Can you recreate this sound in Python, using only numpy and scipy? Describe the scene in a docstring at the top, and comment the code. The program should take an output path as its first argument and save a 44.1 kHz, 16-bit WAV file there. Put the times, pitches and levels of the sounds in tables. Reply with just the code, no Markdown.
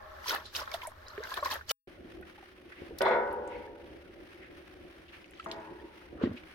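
"""Hands dunk and lift greens in a wide metal basin of water: bubble clouds, crackling spray and gulps over a
faintly singing wall. A moment of silence. Then, nearer the basin over a low outdoor rush, a few dull bumps;
garlic cloves and later chillies drop in and ring its bottom like a gong, as decaying modes and a noise wash.
More dull bumps follow. Water is grains and rising tones; slaps, rustles and air are filtered noise."""
import sys
import numpy as np
from scipy import signal
from scipy.fft import rfft, irfft, next_fast_len
from scipy.io import wavfile
from scipy.ndimage import map_coordinates

SR = 44100
rng = np.random.default_rng(int(sys.argv[2]) if len(sys.argv) > 2 else 0)


def wrap_up_sound(samples):
    """Save the sound to the file named by the first command line argument, as 16-bit audio."""
    columns = np.atleast_2d(samples).T
    # keep every value between -1 and 1, then stretch to whole-number steps
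    tamed = np.clip(columns, -1, 1)
    steps = np.round(tamed * 32767).astype(np.int16)
    wavfile.write(sys.argv[1], SR, steps)


N = 288472

# water running off the leaves: t/s, strength/dB (each layer adds its own offset)
TRICKLE = [(0, -57.5), (.2, -50), (.42, -53), (.52, -63.5), (.72, -45), (.92, -57.5), (1.15, -49.5),
           (1.53, -49.5), (1.66, -72)]
# vegetables land on the bottom: t/s, ring level/dB, off-centre share/0-1, clang level/dB,
# corner f/Hz above which the soft contact dulls the clang
BLOWS = [(3.007, -2, 0.41, -33, 4600), (3.05, -5.5, 0, -32, 7000), (3.062, -7, 0, -33.5, 5000),
         (3.11, -4.5, 0.26, -32, 3420), (5.463, -6, 1, -46, 1410), (5.523, -17.5, 0.94, -46.5, 1600),
         (5.579, -18.5, 1, -53, 2000)]
# columns of the push table
SLOSH_COLUMN, SPRAY_COLUMN = 2, 3


def rinsing(slosh_db=-2, spray_db=-1.0, blend_db=-38):
    """Each push of the hands stirs up a cloud of bubbles and throws a crackling spray; grains merge into foam."""
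    # bubbling colour: f/Hz, level/dB
    slosh_colour = [(150, -22.5), (330, -9.5), (520, -0.5), (750, -4.5), (1050, 3), (1700, 5.5),
                    (2400, -11.5), (4000, -9), (9000, -68.5)]
    # spatter colour: f/Hz, level/dB
    spray_colour = [(700, -26.5), (1800, -8.5), (3300, 2.5), (5500, 0), (7500, -10.5), (10000, -11.5),
                    (12500, -3), (16000, -11)]
    trickle_slosh_db, trickle_spray_db = -3, -13  # over the trickle strength
    fallback_db, fallback_decay_s = -22, 0.074  # thrown spray rains back: level under the push
    # foam shares: in a trickle, in a hard push
    slosh_foam, spray_foam = (.35, .42), (.6, .25)

    trickle_db = over_time(TRICKLE)
    slosh_power = amp(trickle_db + trickle_slosh_db) ** 2 + pushed(SLOSH_COLUMN, slosh_db)
    spray_power = amp(trickle_db + trickle_spray_db) ** 2 + pushed(SPRAY_COLUMN, spray_db)
    spray_power = spray_power + pushed(SPRAY_COLUMN, fallback_db, fallback_decay_s)
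    cloud = grains(count=5200, low_hz=350, high_hz=3800, cycles=8, spread_db=3.5, size=800)
    drops = grains(count=10000, low_hz=1800, high_hz=15500, cycles=9, spread_db=4.5, size=400)

    def foaming(power, grain, colour, foam_shares):
        """Shift from single grains to noise, or back, as the power grows."""
        in_trickle, in_push = foam_shares
        merged = in_trickle + (in_push - in_trickle) * power / (power + amp(blend_db) ** 2)
        single = unit(filtered(grain, lambda hz: amp(along(colour, hz)) * np.sqrt(hz)))
        foam = coloured(rng.standard_normal((2, N)), colour)
        return np.sqrt(power * (1 - merged)) * single + np.sqrt(power * merged) * foam

    slosh = foaming(slosh_power, cloud, slosh_colour, slosh_foam)
    return slosh + foaming(spray_power, drops, spray_colour, spray_foam)


def panned_rinsing():
    """Each band of the rinsing sits at its own place between left and right."""
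    # f/Hz, left over right/dB
    spray_pan = [(1500, 0), (2400, 7.5), (4400, -5.5), (8000, -0.5), (13000, -1.5)]
    return filtered(rinsing(), lambda hz: amp(along(spray_pan, hz) * np.array([[.5], [-.5]])))


def pushed(column, gain_db=0, decay_s=None):
    """Summed power of all pushes in one column; each dies with its own length unless a decay is given."""
    # hands push or lift the greens: peak t/s, decay time/s, slosh level/dB, spray level/dB (before gain)
    pushes = [(0.296, 0.032, -34.5, -31), (0.339, 0.04, -30.5, -64), (0.563, 0.02, -38, -32.5),
              (0.598, 0.03, -36.5, -43.5), (0.685, .01, -42, -71), (0.717, 0.0026, -42, -41.5),
              (0.743, 0.011, -40.5, -37.5), (0.836, 0.029, -50, -51), (1.242, 0.023, -40, -56.5),
              (1.27, 0.023, -50, -52.5), (1.317, 0.056, -44, -46.5), (1.375, 0.011, -31, -41.5),
              (1.457, 0.022, -33.5, -39), (1.519, 0.022, -35.5, -34), (1.553, 0.021, -34.5, -50),
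              (1.711, 0.015, -30, -26.5)]
    build_share = 0.62  # build-up time over push length
    power = 0
    for row in pushes:
        shape = swell(row[0], build_share * row[1], decay_s or row[1])
        power = power + (amp(row[column] + gain_db) * shape) ** 2
    return power


def heave():
    """Each push also shoves the body of water, which answers with a low glug."""
    under_slosh_db, centre_hz, relative_width = -22.5, 298, 0.39
    return np.sqrt(pushed(SLOSH_COLUMN, under_slosh_db)) * band(N, centre_hz, relative_width)


def rim():
    """Leaves and water brushing the metal keep its wall singing faintly: noise through resonances."""
    # wall resonances with greens in the basin: f/Hz, width/Hz, relative level/dB
    wall_modes = [(547, 25, -2), (625, 13, 7.5), (830, 36, 1), (1100, 28, 7), (1328, 57, 2.5),
                  (1760, 71, -0.5)]
    over_trickle_db, under_push_db, push_decay_s = -5, -12.5, 0.041
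    opening_db, opening_decay_s = -48, 0.18  # still singing as the scene opens

    def wall(f):
        response = 0
        for k, (centre, width, db) in enumerate(wall_modes):
            resonance = 1j * f * width / (centre * centre - f * f + 1j * f * width)
            response = response + (-1) ** k * amp(db) * resonance
        return response

    brushing_colour = [(200, -12.0), (550, 1.5), (1700, -3.5), (4000, -12.5)]  # f/Hz, level/dB
    brushing = coloured(rng.standard_normal((2, N)), brushing_colour)
    power = amp(over_time(TRICKLE) + over_trickle_db) ** 2
    power = power + pushed(SLOSH_COLUMN, under_push_db, push_decay_s)
    power = power + (amp(opening_db) * swell(0, opening_decay_s, opening_decay_s)) ** 2
    return np.sqrt(power) * unit(swayed(filtered(brushing, wall)))


def swayed(x):
    """Rocking water bends the wall's tones: each side reads through a wandering delay."""
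    drift_s, knots_per_s = 0.00062, 11
    at = np.arange(N)
    return np.array([map_coordinates(side, [at + drift_s * SR * wobble(knots_per_s)], order=1) for side in x])


def bubbles(level_db=-4):
    """Each gulp is one large air pocket with three smaller ones torn off around it."""
    # single bubbles: t/s, f/Hz, level/dB before level_db, relative pitch rise (scaled in pocket)
    gulps = [(.259, 1016, -28, 0.17), (0.306, 1390, -20.5, 0.076), (.345, 790, -27, .085),
             (0.357, 1720, -24.5, 0.054), (0.457, 4020, -35.5, .02), (.612, 995, -29.5, .13),
             (.617, 610, -31, .1), (.63, 1127, -33, .15), (.716, 2270, -36, .05), (.742, 663, -21.5, 0.17),
             (.82, 2090, -39, .05), (.831, 1003, -29.5, .12), (.851, 924, -27, 0.44),
             (0.874, 621, -27.5, 0.084), (1.065, 3940, -40.5, 0.022), (1.099, 4090, -42, .02),
             (1.179, 406, -24, 0.14), (1.203, 455, -29, 0.14), (1.229, 1533, -26.5, 0.2),
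             (1.316, 1050, -23, .03), (1.336, 1674, -28.5, 0.11), (1.375, 996, -27, .1),
             (1.381, 1555, -28, 0.094), (1.384, 670, -32, 0.31), (1.399, 3970, -38, .03),
             (1.425, 578, -25, 0.1), (1.427, 1066, -18.5, 0.12), (1.457, 534, -35, .1),
             (1.458, 1060, -18, .05), (1.502, 1710, -25.5, 0.041), (1.511, 1010, -24.5, 0.092),
             (1.526, 865, -26.5, .05), (1.609, 1480, -34.5, .1), (1.695, 2970, -25.5, 0.054),
             (1.707, 3085, -25, 0.073), (2.225, 1470, -36, 0.1), (2.38, 812, -41.5, 0.088),
             (2.427, 736, -41.5, 0.33), (2.907, 442, -32, .08), (3.081, 665, -13, .1),
             (3.108, 864, -16, 0.18), (3.55, 2220, -39, .1), (5.396, 1286, -29.5, 0.091),
             (5.796, 1780, -43, .1), (6.256, 1890, -35.5, 0.059)]
    shard_db, log_pitch_scatter, delay_scatter_s = -14, .4, 0.0077
    out, t = np.zeros((2, N)), clock(.06)
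    for s, hz, db, rise in gulps:
        add(out, s, amp(db + level_db) * pocket(t, hz, rise))
        for late, detune, side in rng.standard_normal((3, 3)):
            shard = pocket(t, hz * np.exp(log_pitch_scatter * abs(detune)), rise * rng.random())
            gain = amp(db + level_db + shard_db + side * np.array([[2], [-2]]))
            add(out, s + delay_scatter_s * abs(late), gain * shard)
    return out


def pocket(t, hz, rise, attack_s=0.0019):
    """An air pocket rings, rises in pitch as it nears the surface and is cut short as it breaks through."""
    life_1khz_s, size_law = 0.034, 0.11  # lower bubbles last longer by this power
    roughness, waver = 0.19, 0.018  # jostling: relative depths of level and pitch
    age = t / (life_1khz_s * (1000 / hz) ** size_law)
    pitch_hz = hz * (1 + 0.53 * rise * age + waver * wobble(220, size=len(t)))
    body = amp(-60 * age * (0.35 + 0.73 * age)) * (1 - np.exp(-t / attack_s))
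    body = body * (1 + roughness * wobble(350, size=len(t)))
    return body * np.sin(2 * np.pi * np.cumsum(pitch_hz) / SR)


def slaps(width=0.3, level_db=-5, onset_cycles=0.96):
    """Noise cracks as the surface breaks, with fine splatter; low ones start softer and splatter less."""
    # slaps and drips: t/s, level/dB before level_db, centre f/Hz
    hits = [(0.242, -31, 1660), (.455, -38, 3940), (0.344, -25, 3500), (0.347, -19, 1300),
            (0.349, -32, 11800), (0.55, -26, 3150), (0.676, -23, 1160), (0.716, -37.5, 4900),
            (0.74, -33, 3740), (0.818, -30, 2470), (0.871, -31, 9250), (0.917, -29.5, 1070),
            (1.083, -39.5, 5200), (1.178, -29.5, 1820), (1.23, -35, 1500), (1.237, -38, 4800),
            (1.272, -31, 1450), (1.311, -32, 1300), (1.34, -29.5, 3460), (1.342, -33.5, 11400),
            (1.369, -30.5, 3070), (1.374, -26, 1190), (1.426, -29, 1400), (1.448, -29, 4940),
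            (1.49, -36, 2390), (1.54, -30.5, 11800), (1.61, -33, 1460), (1.693, -25, 5570),
            (1.701, -31.5, 5670), (1.71, -23.5, 3200), (1.713, -25.5, 12500), (2.211, -39, 700),
            (2.211, -55, 11000), (2.72, -38.5, 1700), (2.987, -33, 4660), (2.985, -33, 12000),
            (3.007, -19, 780), (3.017, -24, 3600), (3.022, -33.5, 9900), (3.061, -33, 1300),
            (3.086, -49.5, 7300), (3.111, -22, 1020), (3.328, -47, 10800), (3.476, -47, 7300),
            (5.082, -46, 2800), (5.134, -43, 2260), (5.243, -41, 2630), (5.309, -52, 9850),
            (5.335, -38, 2090), (5.372, -48, 3100), (5.397, -36, 2800), (5.441, -46, 3050),
            (5.444, -48.5, 9500), (5.461, -21.5, 1100), (5.514, -24.5, 3570), (5.522, -48, 10800)]
    crack_t60_s, splatter_db, splatter_t60_s = 0.014, -15, 0.11
    out, t = np.zeros((2, N)), clock(0.06)
    for s, db, hz in hits:
        splatter = amp(splatter_db - 60 * t / splatter_t60_s + 2 * wobble(440, size=len(t)))
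        shape = amp(-60 * t / crack_t60_s) + splatter * min(hz / 3000, 1)
        shape = shape * (1 - np.exp(-t * hz / onset_cycles))
        add(out, s, band(len(t), hz, width) * amp(db + level_db) * shape)
    return out


def basin(damping_db=17):
    """Each handful rings the long low modes anew; spreading ripples damp the higher ones ever faster."""
    # modes of the filled basin: f/Hz, level struck at centre/dB, level struck off centre/dB,
    # t60/s before ripple damping, left over right/dB
    modes = [(163, -46.5, -48, 0.61, 3), (222, -46.5, -52, 1.5, 5.5), (239, -49, -51.5, 1.57, 4),
             (320, -61, -44.5, 3, 3), (353, -37, -41, 0.7, 5), (384, -33, -54, 1.44, 0),
             (421.5, -37, -45.5, 2.7, -2), (485.8, -32.5, -71, 2.1, 3), (506.5, -32.5, -69, 1.86, -1),
             (546, -41, -64, 3.2, 2), (561, -45.5, -58, 4.1, 6), (569.5, -30.5, -55, 1, -6.5),
             (582.5, -39, -59, 2.8, -4), (647, -27, -32.5, 0.36, -1), (660, -25.5, -33, 0.48, 5),
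             (764, -36.5, -69, 0.76, -3), (718, -37.5, -60, 1.8, 2), (815, -40.5, -56, 2.66, 0),
             (838, -38, -44.5, 0.84, -2), (865, -41.5, -47, 2.2, 5), (897, -36, -44.5, 2.2, 4),
             (938, -37, -52, 2.3, -1), (942, -38, -48, 1.7, 12), (963, -33.5, -46, 1.76, 1.5),
             (1054, -42, -46.5, 1.4, 0), (1267, -45, -65, 1.05, -5), (1396, -37.5, -54, 1.2, -3),
             (1430, -43, -46, 0.55, -2), (1482, -31, -59, 1.2, 1.5), (1670, -46, -50, 1.1, -5),
             (1900, -40.5, -49.5, 0.9, -5), (2105, -40, -68, .7, 4), (2195, -42, -69, 0.72, 2),
             (2790, -51.5, -70, 0.33, 2), (3520, -46.5, -74, 0.41, -6.5)]
    chillies_from_s = 5  # earlier blows are garlic
    contact_s = 0.00027
    garlic = [b for b in BLOWS if b[0] < chillies_from_s]
    chillies = [b for b in BLOWS if b[0] >= chillies_from_s]
    out, t = np.zeros((2, N)), clock(1.4)
    for handful in (garlic, chillies):
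        first = handful[0][0]
        for hz, centre_db, edge_db, t60, pan_db in modes:
            energy = np.zeros(len(t))
            decay = amp(-60 * t / t60 - damping_db * hz / 1000 * t * t) ** 2
            decay = decay * (1 - np.exp(-t / contact_s)) ** 2
            for s, db, off, *_ in handful:
                share = np.clip(off, 0, 1)
                struck = (1 - share) * amp(centre_db) ** 2 + share * amp(edge_db) ** 2
                add(energy, s - first, decay * amp(db) ** 2 * struck)
            tone = ring(hz, np.sqrt(energy), waver=0.0048, spread=0.55)
            add(out, first, amp(pan_db * np.array([[.5], [-.5]])) * tone)
    return out


def ring(hz, size, waver, spread):
    """One mode at both ports; rocking water bends its pitch, less below 1 kHz, and makes it swell and sink."""
    treble = min(hz / 1000, 1)
    start, lead = rng.random() * 2 * np.pi, rng.normal(0, spread) * treble
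    bend = 1 + waver * treble * wobble(15.8, size=len(size))
    phase = start + 2 * np.pi * hz * np.cumsum(bend) / SR
    rocking = amp(3 * wobble(18, size=len(size)) - .8)
    return size * rocking * np.sin((phase + np.array([[lead], [-lead]])).astype(np.float32))


def clang():
    """The thin metal's dense upper modes merge into a noise wash; each band dies at its own speed."""
    # dense upper modes: f/Hz, level/dB
    clang_colour = [(150, -24), (260, -11), (400, 2), (650, 0.5), (1000, -0.5), (1500, 0), (1750, -3.5),
                    (2200, 3), (2400, -7), (3150, -17), (3480, -4), (3750, -13.5), (4050, -7.5),
                    (4400, -20.5), (5700, -25.5), (6500, -39.5), (12000, -31)]
    # their decay: f/Hz, t60/s
    clang_life = [(200, 0.33), (700, 0.89), (1000, 1), (1500, 1), (2200, 0.41), (4000, 0.28), (6000, 0.51)]
    contact_s = 0.00077
    out, t = np.zeros((2, N)), clock(1.0)
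    for s, _, _, db, soft_hz in BLOWS:
        noise = coloured(rng.standard_normal((2, len(t))), clang_colour)
        hz, when, z = signal.stft(noise, SR, nperseg=512)
        hz = hz[:, None]
        decay = amp(-60 * when / along(clang_life, hz))
        softness = np.sqrt(1 + (hz / soft_hz) ** 4)
        wash = signal.istft(z * decay / softness, SR, nperseg=512)[1]
        add(out, s, amp(db) * (1 - np.exp(-t / contact_s)) * wash[:, :len(t)])
    return out * amp([[.6], [-.6]])  # left/right dB


def plop():
    """The hollow behind the sinking garlic closes; its pitch sweeps up as it shrinks."""
    start_s, length_s, first_hz, pitch_ratio, peak_db = 3.047, .042, 636, 2.9, -23.5
    out, t = np.zeros((2, N)), clock(length_s)
    age = t / length_s
    tone = np.sin(2 * np.pi * np.cumsum(first_hz * pitch_ratio ** age) / SR)
    add(out, start_s, amp(peak_db) * np.sin(np.pi * np.sqrt(age)) * tone)
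    return out


def sprinkle(peak_s=5.5, rise_s=0.21, fall_s=0.088, level_db=-58):
    """Fine drops fall from the wet chillies as they slide out of the hand and go under."""
    drops = grains(count=5000, low_hz=1800, high_hz=11000, cycles=5, spread_db=3.5, size=300)
    dulled = unit(filtered(drops, lambda hz: 1 / (1 + (hz / 4500) ** 2)))
    return amp(level_db) * swell(peak_s, rise_s, fall_s) * dulled


def bumps(level_db=-0.5, thud=0.39, cut_hz=90):
    """Soft, heavily damped knocks, tone plus low noise, that swell and die within a few cycles."""
    # dull bumps: peak t/s, level/dB before level_db, f/Hz, decay time/s
    knocks = [(2.008, -40, 253, 0.0054), (2.049, -41, 250, 0.0075), (2.14, -47, 322, 0.0083),
              (2.224, -47, 335, 0.013), (2.82, -36, 338, 0.0093), (5.843, -41.5, 345, 0.023),
              (6.129, -37, 316, 0.0082), (6.155, -41.5, 256, 0.01), (6.216, -28.5, 440, 0.011),
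              (6.238, -12.5, 251, 0.0048), (6.241, -30, 100, 0.018), (6.247, -25, 326, 0.0041),
              (6.259, -27, 369, 0.011), (6.273, -21.5, 263, 0.0067), (6.294, -30, 191, 0.0089),
              (6.308, -36, 96, 0.024), (6.314, -30, 237, 0.011), (6.343, -35, 244, 0.014)]
    rise_s = 0.0015  # soft contact
    # f/Hz, level/dB
    thud_colour = [(40, -24), (90, 19), (150, 3.5), (500, 7.5), (850, -17), (2000, -14), (6000, -56)]
    out, t = np.zeros((2, N)), clock(.16) - 1 / 64
    for s, db, hz, fall in knocks:
        shape = np.exp(-(np.minimum(t, 0) / rise_s) ** 2 - np.maximum(t, 0) / fall)
        push = coloured(rng.standard_normal((2, len(t))), thud_colour)
        knock = thud * push - np.cos(2 * np.pi * hz * t)
        add(out, s + t[0], amp(db + level_db) * shape * knock)
    return filtered(out, lambda hz: hz ** 2 / (hz ** 2 + cut_hz ** 2))


def rustles():
    """Light rubbing of wet hands and leaves: one noise band swells and fades."""
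    # rubs: peak t/s, decay time/s, level/dB, centre f/Hz
    rubs = [(.462, 0.037, -49.5, 3870), (2.725, 0.012, -46.5, 1790), (2.78, 0.041, -52.5, 2050),
            (3.53, 0.089, -51, 2050), (4.43, 0.056, -51.5, 1960), (5.09, 0.011, -55, 2700),
            (5.142, 0.024, -50.5, 2160), (6.222, 0.052, -44, 1260), (6.233, 0.027, -47, 2970),
            (6.373, 0.014, -46.5, 2520), (6.435, 0.0061, -51, 1790)]
    rise_over_decay, relative_width = 0.41, 0.33
    out, t = np.zeros((2, N)), clock(.5) - 1 / 8
    for s, fall, db, hz in rubs:
        shape = np.exp(np.minimum(t / (rise_over_decay * fall), -t / fall))
        add(out, s + t[0], band(len(t), hz, relative_width) * amp(db) * shape)
    return out


def ripples():
    """A faint, blurred lapping at the wall, livelier when the waves from a drop arrive."""
    lap_db, travel_s = -72, 0.53  # travel: impact to wall
    stir_db, stir_rise_s, stir_fall_s = -67.5, 0.022, 0.11  # after a blow of 0 dB
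    level = amp(lap_db)
    for s, db, *_ in BLOWS:
        level = level + amp(stir_db + db) * swell(s + travel_s, stir_rise_s, stir_fall_s)
    return level * grains(count=600, low_hz=1300, high_hz=3200, cycles=12, spread_db=4, size=900)


def near_air(hiss_db=-59.5, grain_db=2.0, drift_db=2.0):
    """Outdoor air near the basin: a fluttering low noise rush under a grainy hiss."""
    # rush colour: f/Hz, level/dB
    rush_colour = [(15, -83), (25, -11.5), (75, -2), (124, -14.5), (151, -11), (255, -9.5), (350, 3),
                   (377, -0.5), (425, -13.5), (557, -7), (657, -15.5), (763, -14), (900, -30.5),
                   (1170, -45), (1980, -120)]
    # hiss colour: f/Hz, level/dB
    hiss_colour = [(600, -9), (1100, -3.5), (1800, -0.5), (3000, -6), (4300, -14.5), (5600, -18),
                   (7000, -28.5), (8100, -32.5), (8900, -20), (10500, -27), (16000, -28.5)]
    # rush level before flutter: t/s, level/dB
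    rush_level = [(1.9, -54.5), (2.2, -50), (2.52, -59), (2.85, -50.5), (4.0, -51.5), (4.3, -55.5),
                  (4.9, -53), (5.15, -57.5), (5.8, -51.5), (6.03, -60), (6.15, -45), (6.5, -56.5)]
    flutter_db = 1.9 * wobble(22)
    rush = coloured(rng.standard_normal((2, N)), rush_colour) * amp(over_time(rush_level) + flutter_db)
    hiss_level = amp(hiss_db + drift_db * wobble(14) + grain_db * wobble(150))
    return rush + hiss_level * coloured(rng.standard_normal((2, N)), hiss_colour)


def far_air(level_db=-57.0):
    """Steady coloured noise behind the rinsing."""
    # f/Hz, level/dB
    air_colour = [(25, -2.5), (50, -2), (75, 9.5), (110, -6), (160, -15), (235, -10), (300, -14),
                  (380, -3.5), (600, -29), (2000, -14.5), (6000, -44), (16000, -40.5)]
    return amp(level_db) * coloured(rng.standard_normal((2, N)), air_colour)


def grains(count, low_hz, high_hz, cycles, spread_db, size):
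    """A stream of tiny rising bubbles; each reaches the two ports with its own phase."""
    when, pitch, strength, angle = rng.random((4, count, 1))
    hz = low_hz * (high_hz / low_hz) ** pitch
    k = np.arange(size)
    turns = hz * k / SR
    life = np.exp(-turns / cycles) * (1 - np.exp(-2 * turns)) * (1 - k / size)
    gain = amp(spread_db * np.minimum(-np.log(1 - strength), 3))
    phase = 2 * np.pi * turns * (1 + 0.028 * np.minimum(turns / cycles, 4))
    at = ((when * N).astype(int) + k).ravel()
    lead = (angle - .5) * np.minimum((hz / 800) ** 2, 2 * np.pi)
    ports = []
    for side in (.5, -.5):
        wave = gain * life * np.sin(phase + side * lead)
        ports.append(np.bincount(at, wave.ravel(), N)[:N])
    return unit(np.array(ports))


def band(size, centre_hz, width):
    """Stereo noise of rms 1 around one pitch; the width is relative."""
    hump = lambda hz: (1 + (np.log((hz + 1) / centre_hz) / width) ** 2 / 2) ** -2
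    return coloured(filtered(rng.standard_normal((2, size)), hump), [(1000, 0)])


def coloured(pair, spectrum):
    """Two unrelated signals become stereo of rms 1, alike in the bass and wide in the treble."""
    # f/Hz, left-right likeness/0-1
    alike = [(60, 0.95), (250, 0.81), (500, 0.52), (1000, 0.17), (2000, 0.018), (12000, 0.041)]

    def response(hz):
        turn = np.arccos(np.clip(along(alike, hz), -1, 1)) / 2
        return amp(along(spectrum, hz)) * np.array([np.cos(turn), np.sin(turn)])

    mid, side = filtered(pair, response)
    return unit(np.array([mid + side, mid - side]))


def filtered(x, response):
    """x shaped by a response over frequency, through a padded FFT."""
    n = x.shape[-1]
    m = next_fast_len(n + 4096)
    return irfft(rfft(x, m) * response(np.fft.rfftfreq(m, 1 / SR)), m)[..., :n]


def swell(s, rise, fall):
    """An exponential envelope that peaks at time s."""
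    shape = np.zeros(N)
    near = np.arange(max(int((s - 8 * rise) * SR), 0), min(int((s + 8 * fall) * SR), N))
    t = near / SR - s
    shape[near] = np.exp(np.minimum(t / rise, -t / fall))
    return shape


def wobble(rate, size=N):
    """A smooth random curve, rate knots a second."""
    knots = rng.standard_normal(1024)
    coarse = np.arange(0, size + 64, 64)
    return np.interp(np.arange(size), coarse, map_coordinates(knots, [coarse * rate / SR], mode="wrap"))


def add(track, s, sound):
    """Mix a sound into a track from time s on."""
    part = track[..., max(round(s * SR), 0):][..., :sound.shape[-1]]
    part += sound[..., :part.shape[-1]]


def along(points, hz):
    """Interpolate (f/Hz, value) points on a log axis."""
    f, v = np.transpose(points)
    return np.interp(np.log(hz + 1), np.log(f + 1), v)


def over_time(points):
    """Interpolate (t/s, value) points at every sample."""
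    s, v = np.transpose(points)
    return np.interp(np.arange(N) / SR, s, v)


def amp(db):
    """Decibels to amplitude."""
    return 10 ** (np.asarray(db) / 20)


def unit(x):
    """Scale to rms 1."""
    return x / np.sqrt(np.mean(x ** 2) + 1e-20)


def clock(seconds):
    """Sample times in seconds."""
    return np.arange(int(seconds * SR)) / SR


def scene():
    """Rinsing, a silence, then the drops; surface sounds run through both parts."""
    silence_start_s, silence_end_s, fade_s = 1.719, 1.872, .003
    t = np.arange(N) / SR
    greens = panned_rinsing() + rim() + heave() + far_air()
    drops = basin() + clang() + bumps() + near_air() + ripples() + sprinkle()
    surface = bubbles() + plop() + slaps() + rustles()
    before = np.clip((silence_start_s - t) / fade_s, 0, 1)
    after = np.clip((t - silence_end_s) / fade_s, 0, 1)
    return before * (greens + surface) + after * (drops + surface)


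def record(dry):
    """The basin lies nearer the left port, which leads in phase; nothing is kept above the band limit."""
    # f/Hz, lead of the left port/rad
    port_lead = [(150, 0.11), (500, 0.54), (1000, 0.48), (1550, 1.97), (2200, 0)]
    top_hz = 16200
    halves = np.array([[.5], [-.5]])
    return filtered(dry, lambda hz: (hz < top_hz) * np.exp(1j * along(port_lead, hz) * halves))


dry = scene()
out = record(dry)
wrap_up_sound(out)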